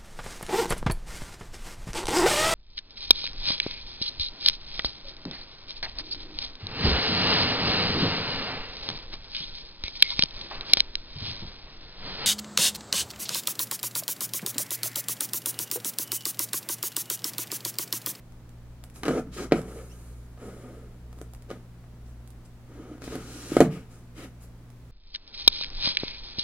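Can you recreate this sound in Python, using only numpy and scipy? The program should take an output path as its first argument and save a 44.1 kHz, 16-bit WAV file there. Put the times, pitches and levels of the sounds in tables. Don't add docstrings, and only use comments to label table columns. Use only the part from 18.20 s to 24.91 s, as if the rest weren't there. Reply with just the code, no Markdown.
import sys
import numpy as np
from scipy import signal
from scipy.fft import rfft, irfft, next_fast_len
from scipy.io import wavfile
from scipy.ndimage import uniform_filter1d

SR = 44100
rng = np.random.default_rng(int(sys.argv[2]) if len(sys.argv) > 2 else 0)


def transcribe(signal):
    frames = np.atleast_2d(signal).T
    limited = np.clip(frames, -1, 1)
    pcm = np.round(limited * 32767).astype(np.int16)
    wavfile.write(sys.argv[1], SR, pcm)


N = 295911


# start in seconds, thud level in dB, thud pitch in Hz, clack level in dB, snap level in dB,
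# snap centre in Hz, first rebound relative to the blow in dB.
BLOWS = [(0.832, -32, 310, -6.5, -26, 3000, -29), (0.8521, -32.5, 360, -8.5, -25.5, 4500, 5.5),
         (0.8803, -14, 415, -3.5, -20, 4030, -4), (0.9070, -18.5, 414, -13, -39, 4000, -31),
         (0.9950, -22, 396, -38, -34, 4000, -26), (1.0698, -36.5, 249, -38, -56, 4000, -11),
         (1.3114, -34, 380, -18, -58, 4000, -22), (1.3200, -5.5, 420, 3, -20, 2400, -9.5),
         (1.343, -19.5, 288, -29, -37, 4000, -26), (2.1745, -47, 510, -31, -58, 4000, -10),
         (3.0128, -33.5, 386, -40, -30, 10000, -11), (3.3020, -33.5, 442, -19.5, -33, 3980, -22),
         (3.3112, -27.5, 442, -20.5, -33, 3200, -34), (3.735, -48.5, 160, -53, -62, 4000, -20),
         (4.8184, -36, 410, -25, -32.5, 4000, -11), (4.8760, -33, 372, -22, -41, 4000, -15),
         (4.9530, -29.5, 407, -20, -24.5, 4000, -12.5), (5.3177, -20.5, 342, -38, -34, 4000, -19),
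         (5.3664, -6, 420, -3, -20, 7900, -41), (5.4034, -1, 428, 5.5, -12.5, 7800, -4.5),
         (5.464, -26.5, 200, -44, -52, 4000, -9)]

def knocks():
    board, plate, paper = np.zeros((3, 2, N))
    for start, thud_db, hz, clack_db, snap_db, snap_hz, rebound_db in BLOWS:
        add(board, start, undb(thud_db - 30) * thud(hz=80))
        for delay, touch_hz, touch_db, edge_db in rocking(hz, rebound_db):
            onset = start + delay
            edge = contact(crush_ms=1.3, crush_db=14.5, channels=2)
            snap = undb(-1.5) * resonance(edge, snap_hz, q=1.9) + undb(-1) * edge
            clack = contact(crush_ms=5.3, crush_db=8)
            add(board, onset, undb(thud_db + touch_db) * thud(touch_hz))
            add(plate, onset + .0006, undb(clack_db + edge_db) * clack, pan_db=3.5)
            add(paper, onset + .001, undb(snap_db + edge_db) * snap, pan_db=3)
    return board, plate, paper


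def rocking(hz, rebound_db):
    # delay in seconds, pitch in Hz, thud gain in dB, edge gain in dB. The blow comes first.
    touches = [(0.00078, hz, 0.0046, 0.0022)]
    delay = 0
    for k in range(3):
        delay += .0078 * .75 ** k
        db = rebound_db - 2.5 * k
        touches.append((delay, hz * 1.04 * .78 ** k, db, db - 8.5))
    return touches


def thud(hz, swell_cycles=0.67):
    cycles = np.arange(SR // 12) / SR * hz
    age = cycles / swell_cycles
    return (age * np.exp(1 - age)) ** 2 * np.sin(2 * np.pi * cycles)


def contact(crush_ms, crush_db, channels=1):
    ms = np.arange(SR // 25) / SR * 1000
    crunch = rng.standard_normal((channels, len(ms))) * np.exp(-ms / crush_ms)
    push = undb(crush_db) * crunch / np.linalg.norm(crunch[0])
    push[:, 0] += 1
    return push / np.linalg.norm(push[0])


# frequency in Hz, relative spectral density in dB.
JUDDER_SPECTRUM = [(40, -30), (110, -5), (200, 9.5), (330, 9.5), (500, 10.5), (680, -5), (950, -7),
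                   (2000, -53.5)]
# start in seconds, push length in seconds, 60 dB fade time in seconds, judder level in dB,
# judder centre in Hz, hiss level in dB, hiss centre in Hz, echo delay off the nearest cover in ms.
STROKES = [(0.736, 0.046, 0.31, -57, 163, -59.5, 9050, 0.81),
           (0.823, 0.17, .08, -32.5, 467, -57.5, 6470, 0.33),
           (1.112, 0.07, 0.053, -52.5, 350, -54.5, 4060, 1.6),
           (1.161, 0.077, 0.15, -38, 400, -52, 4730, 1.22), (1.334, 0.049, 0.16, -35.5, 430, -57, 8000, .4),
           (1.402, .2, 0.15, -47.5, 435, -68.5, 9000, 1.2),
           (1.34, 0.53, 1.1, -62.5, 428, -66.5, 9500, .475),
           (2.183, 0.087, 1.6, -46.5, 450, -66, 8500, .58), (2.363, 0.23, 0.28, -62, 480, -82.5, 8500, .58),
           (2.953, 0.052, 0.38, -59.5, 408, -72.5, 9500, 1.8),
           (3.285, 0.033, 0.27, -46.5, 450, -63, 3200, 1.1), (3.84, .06, 0.15, -84, 300, -73.5, 6000, 0.54),
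           (4.245, 0.016, 0.034, -76, 300, -67, 7800, .39),
           (4.438, 0.3, 0.39, -49.5, 313, -74.5, 6000, 0.33),
           (4.804, 0.087, 0.31, -51.5, 310, -56, 3880, 2), (4.899, 0.051, 0.44, -42, 404, -58, 4040, 1.1),
           (4.957, 0.43, 0.11, -51.5, 300, -53.5, 4950, 0.725),
           (5.276, 0.18, 0.076, -43.5, 298, -55.5, 2850, 0.58),
           (5.494, 0.068, 0.31, -47.5, 275, -58.5, 2760, .39),
           (5.69, 0.055, 0.44, -61, 400, -68, 7000, 0.82), (5.945, 0.1, 0.14, -49, 314, -56.5, 2800, 1.03),
           (6.196, 0.044, 0.15, -65, 394, -64, 11050, 0.41)]

def slides(rise_share=0.46):
    judder = convolve(friction(grain_db=1.5, uneven_db=2, bunch_hz=130), colour(JUDDER_SPECTRUM))
    rasp = friction(grain_db=2.5, uneven_db=1.5, bunch_hz=90)
    shared, left, right = (friction(grain_db=2.5, uneven_db=1.1, bunch_hz=60) for _ in range(3))
    hiss = unit(shared + np.array([left, right]))
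    board, plate, paper = np.zeros((3, 2, N))
    for start, length, t60, judder_db, judder_hz, hiss_db, hiss_hz, echo_ms in STROKES:
        span = np.arange(int(start * SR), min(int((start + length + t60) * SR), N))
        t = np.arange(len(span)) / SR
        rise = np.minimum(t / (rise_share * length), 1)
        speed = rise * np.exp(-np.log(1000) * np.maximum(t - length, 0) / t60)
        rasp_db = judder_db + 0.29 * (hiss_db - judder_db) - 4
        shake = unit(resonance(judder[span], judder_hz, q=4.9) + undb(-3.5) * judder[span])
        echoed = hiss[:, span] + undb(-11) * hiss[:, span - int(echo_ms * SR / 1000)]
        swish = unit(resonance(echoed, hiss_hz, q=1.24) + undb(-7) * echoed)
        add(board, start, undb(judder_db) * speed * shake)
        add(plate, start, undb(rasp_db) * speed * rasp[span], pan_db=4)
        add(paper, start, undb(hiss_db) * speed * swish, pan_db=4)
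    return board, plate, paper


def friction(grain_db, uneven_db, bunch_hz):
    slips = rng.standard_normal(N) * undb(grain_db * np.minimum(rng.exponential(size=N), 4))
    return unit(slips * undb(uneven_db * wander(bunch_hz)))


# start in seconds, tap level in dB, snap level in dB, left minus right in dB.
LIGHT_TOUCHES = [(0.1227, -51, -45, 17), (0.293, -58, -41, -2), (0.6391, -37.5, -26.5, 3.5),
                 (0.7, -62, -36, 4), (0.7606, -45, -32.5, -2), (0.834, -34, -27, 4), (1.4170, -40, -35, -7),
                 (2.929, -39, -36, 2), (2.9884, -40.5, -38, 1), (3.0149, -34, -39, -1),
                 (3.136, -39.5, -32.5, -1), (3.149, -46, -36, 5), (3.2230, -54, -37, 4),
                 (3.6413, -44, -54, 2), (4.0757, -53, -36, -2), (4.1050, -59, -39, -8),
                 (4.781, -42, -46, 5), (4.841, -37, -26.5, 9), (6.503, -47, -40, -3)]

def ticks():
    board, plate, paper = np.zeros((3, 2, N))
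    for start, tap_db, snap_db, pan_db in LIGHT_TOUCHES:
        add(board, start, undb(tap_db) * thud(hz=1190, swell_cycles=0.31), pan_db)
        add(paper, start, undb(snap_db) * contact(crush_ms=1.9, crush_db=-3, channels=2), pan_db)
    return board, plate, paper


# frequency in Hz, gain at resonance in dB, 60 dB decay time in seconds.
LEG_MODES = [(52, 9, .15), (100, 0, .12), (156, -5, .15), (184, -1, .12)]
BOARD_MODES = [(260.3, 3.5, 0.078), (327, -10.5, 0.17), (442, -3.5, 0.41), (545, -12.5, 0.27),
               (634, 9, 0.13), (680, 4.5, 0.064), (744, 6, 0.061)]
PLATE_MODES = [(1175, -11, .1), (1235, -6, 0.086), (1335, 4.5, 0.17), (1455, -6, 0.06), (1680, -9, 0.08),
               (2094, -12, 0.14), (2210, -3, 0.15), (3025, 3.5, 0.029), (4100, -3, 0.025)]
COVER_MODES = [(2400, -16, 0.0054), (3970, -5.5, 0.0088), (4870, -7, 0.013), (8250, -15, 0.0044),
               (10100, -10.5, 0.0068)]
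# frequency in Hz, relative spectral density in dB.
CLACK_SPECTRUM = [(200, -11), (680, 0.5), (1000, -3.5), (1280, 2), (1600, -3), (2300, -7), (2650, -12),
                  (3200, -13), (4200, -16), (6000, -17.5), (16000, -79)]
PAPER_SPECTRUM = [(500, -15.5), (1500, 7), (3000, 2.5), (4500, -0.5), (6000, 3.5), (7500, 4.5), (8500, 2.5),
                  (9500, 2.5), (10500, 1), (12500, -4), (16000, -10.5)]

def bodies(board, plate, paper):
    table = ringing(board, LEG_MODES + BOARD_MODES)
    bookends = ringing(convolve(plate, colour(CLACK_SPECTRUM)), PLATE_MODES)
    covers = ringing(convolve(paper, colour(PAPER_SPECTRUM)), COVER_MODES)
    return table + bookends + undb(3.5) * covers


def ringing(drive, modes):
    t = np.arange(SR // 2) / SR
    response = np.zeros(len(t))
    response[0] = 1
    for hz, db, t60 in modes:
        decay = np.log(1000) / t60
        response += undb(db) * 2 * decay / SR * np.exp(-decay * t) * np.cos(2 * np.pi * hz * t)
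    return convolve(drive, response)


# time in seconds, pitch in Hz, level in dB.
SQUEAK_PATH = [(1.692, 2620, -85), (1.702, 2640, -63), (1.712, 2670, -64), (1.72, 2960, -56.5),
               (1.738, 3020, -70), (1.752, 3020, -88)]

def squeak():
    t = np.arange(N) / SR
    times, hz, db = np.transpose(SQUEAK_PATH)
    pitch = np.interp(t, times, hz) * (1 + 0.0174 * wander(900))
    phase = 2 * np.pi * np.cumsum(pitch) / SR
    envelope = np.interp(t, times, undb(db), left=0, right=0)
    return envelope * (np.sin(phase) + np.sin(2 * phase))


# delay in ms, low-frequency gain in dB.
REFLECTIONS = [(2.3, -30), (5.6, -12.5), (8.9, -25), (25.8, -20.5)]
# frequency in Hz, reverberation time in seconds.
TAIL_DECAY = [(125, .33), (250, .27), (500, .25), (1500, .24), (4000, .19), (12000, .15)]
# frequency in Hz, gain of the reverberation in dB.
TAIL_SPECTRUM = [(60, -10.5), (160, 6.5), (400, -16.5), (1300, -4), (4000, -10.5), (12000, -2)]

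def room(dry, left_lag_ms=.065):
    size = SR // 3 * 2
    t, f = np.arange(size) / SR, np.fft.rfftfreq(size, 1 / SR)
    echoes = sum(undb(db) * np.exp(-2j * np.pi * f * ms / 1000) for ms, db in REFLECTIONS)
    echoes /= 1 + 1j * f / 2500
    lag = np.exp(-2j * np.pi * f * np.array([[left_lag_ms], [0]]) / 1000)
    early = irfft((1 + echoes) * lag, size)
    early[:, size // 2:] = 0
    noise = diffuse(size, apart_hz=3600, bass_spread=0.0194) * undb(lookup(TAIL_SPECTRUM, f))
    centres = np.array(TAIL_DECAY)[:, 0]
    tail = 0
    for (_, t60), share in zip(TAIL_DECAY, np.eye(len(centres))):
        band = irfft(noise * lookup(np.c_[centres, share], f), size)
        fade = np.exp(-np.log(1000) * t / t60) * np.clip(t / 0.0013, 0, 1) ** 2
        tail += band * fade / np.linalg.norm(fade)
    return np.array([convolve(x, response) for x, response in zip(dry, early + tail)])


# frequency in Hz, left minus right in dB.
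MICROPHONE_BALANCE = [(100, 0), (600, -0.5), (1200, -4), (2300, 1), (4500, -2), (8000, -4.5), (13000, -10)]

def microphones(sound):
    size = next_fast_len(N + SR // 10)
    lean_db = lookup(MICROPHONE_BALANCE, np.fft.rfftfreq(size, 1 / SR))
    return irfft(rfft(sound, size) * undb([lean_db / 2, -lean_db / 2]), size)[:, :N]


# frequency in Hz, rms level in dB, depth of the waver in dB.
HUM_PARTIALS = [(59.5, -50.5, 4), (119.7, -50, 0.75), (175.2, -62, 3), (238.3, -62.5, 0)]

def mains_hum():
    t = np.arange(N) / SR
    hum = np.zeros(N)
    for hz, db, waver_db in HUM_PARTIALS:
        amplitude = np.sqrt(2) * undb(db + waver_db * wander(4.7))
        hum += amplitude * np.sin(2 * np.pi * (hz * t + rng.random()))
    return hum


# frequency in Hz, relative spectral density in dB.
AIR_SPECTRUM = [(8, -10), (20, 1.5), (38, -5), (55, 1), (80, -10.5), (150, -12), (200, -14.5), (250, -13.5),
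                (400, -19), (800, -25), (1400, -29), (3000, -35.5), (8000, -41), (16000, -44.5)]

def room_air(rms_db=-50.5):
    gain = undb(lookup(AIR_SPECTRUM, np.fft.rfftfreq(N, 1 / SR)))
    air = irfft(diffuse(N, apart_hz=2800, bass_spread=0.21) * gain, N)
    return undb(rms_db) * unit(air)


def diffuse(size, apart_hz, bass_spread):
    mid, side = rfft(rng.standard_normal((2, size)))
    spread = np.minimum(np.hypot(np.fft.rfftfreq(size, 1 / SR) / apart_hz, bass_spread), 1)
    return np.array([mid + spread * side, mid - spread * side]) / np.sqrt(1 + spread ** 2)


def colour(points, size=8192):
    gain = undb(lookup(points, np.fft.rfftfreq(size, 1 / SR)))
    cepstrum = irfft(np.log(gain))
    cepstrum[1:size // 2] *= 2
    cepstrum[size // 2 + 1:] = 0
    response = irfft(np.exp(rfft(cepstrum)))
    return response / np.linalg.norm(response)


def resonance(x, hz, q):
    return signal.lfilter(*signal.iirpeak(min(hz, .4 * SR), q, fs=SR), x)


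def convolve(x, response):
    return signal.fftconvolve(x, response)[:N]


def wander(rate_hz):
    hold = max(int(SR / rate_hz), 1)
    steps = np.repeat(rng.standard_normal(N // hold + 1), hold)
    return unit(uniform_filter1d(uniform_filter1d(steps, hold), hold)[:N])


def add(track, start, sound, pan_db=0):
    i = int(start * SR)
    track[:, i:i + sound.shape[-1]] += undb([[pan_db / 2], [-pan_db / 2]]) * sound[..., :N - i]


def lookup(points, hz):
    f, value = np.transpose(points)
    return np.interp(np.log(np.maximum(hz, 1)), np.log(f), value)


def undb(db):
    return 10 ** (np.asarray(db) / 20)


def unit(x):
    return x / np.sqrt(np.mean(x ** 2))


def scene():
    board, plate, paper = (sum(drives) for drives in zip(knocks(), ticks(), slides()))
    sources = [bodies(*channel) + squeak() for channel in zip(board, plate, paper)]
    return microphones(room(sources)) + mains_hum() + room_air()


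def record(dry, top_hz=16000):
    rounded = dry / (1 + dry ** 8) ** (1 / 8)
    return signal.sosfilt(signal.ellip(10, .1, 80, top_hz, fs=SR, output="sos"), rounded)


dry = scene()
out = record(dry)
transcribe(out)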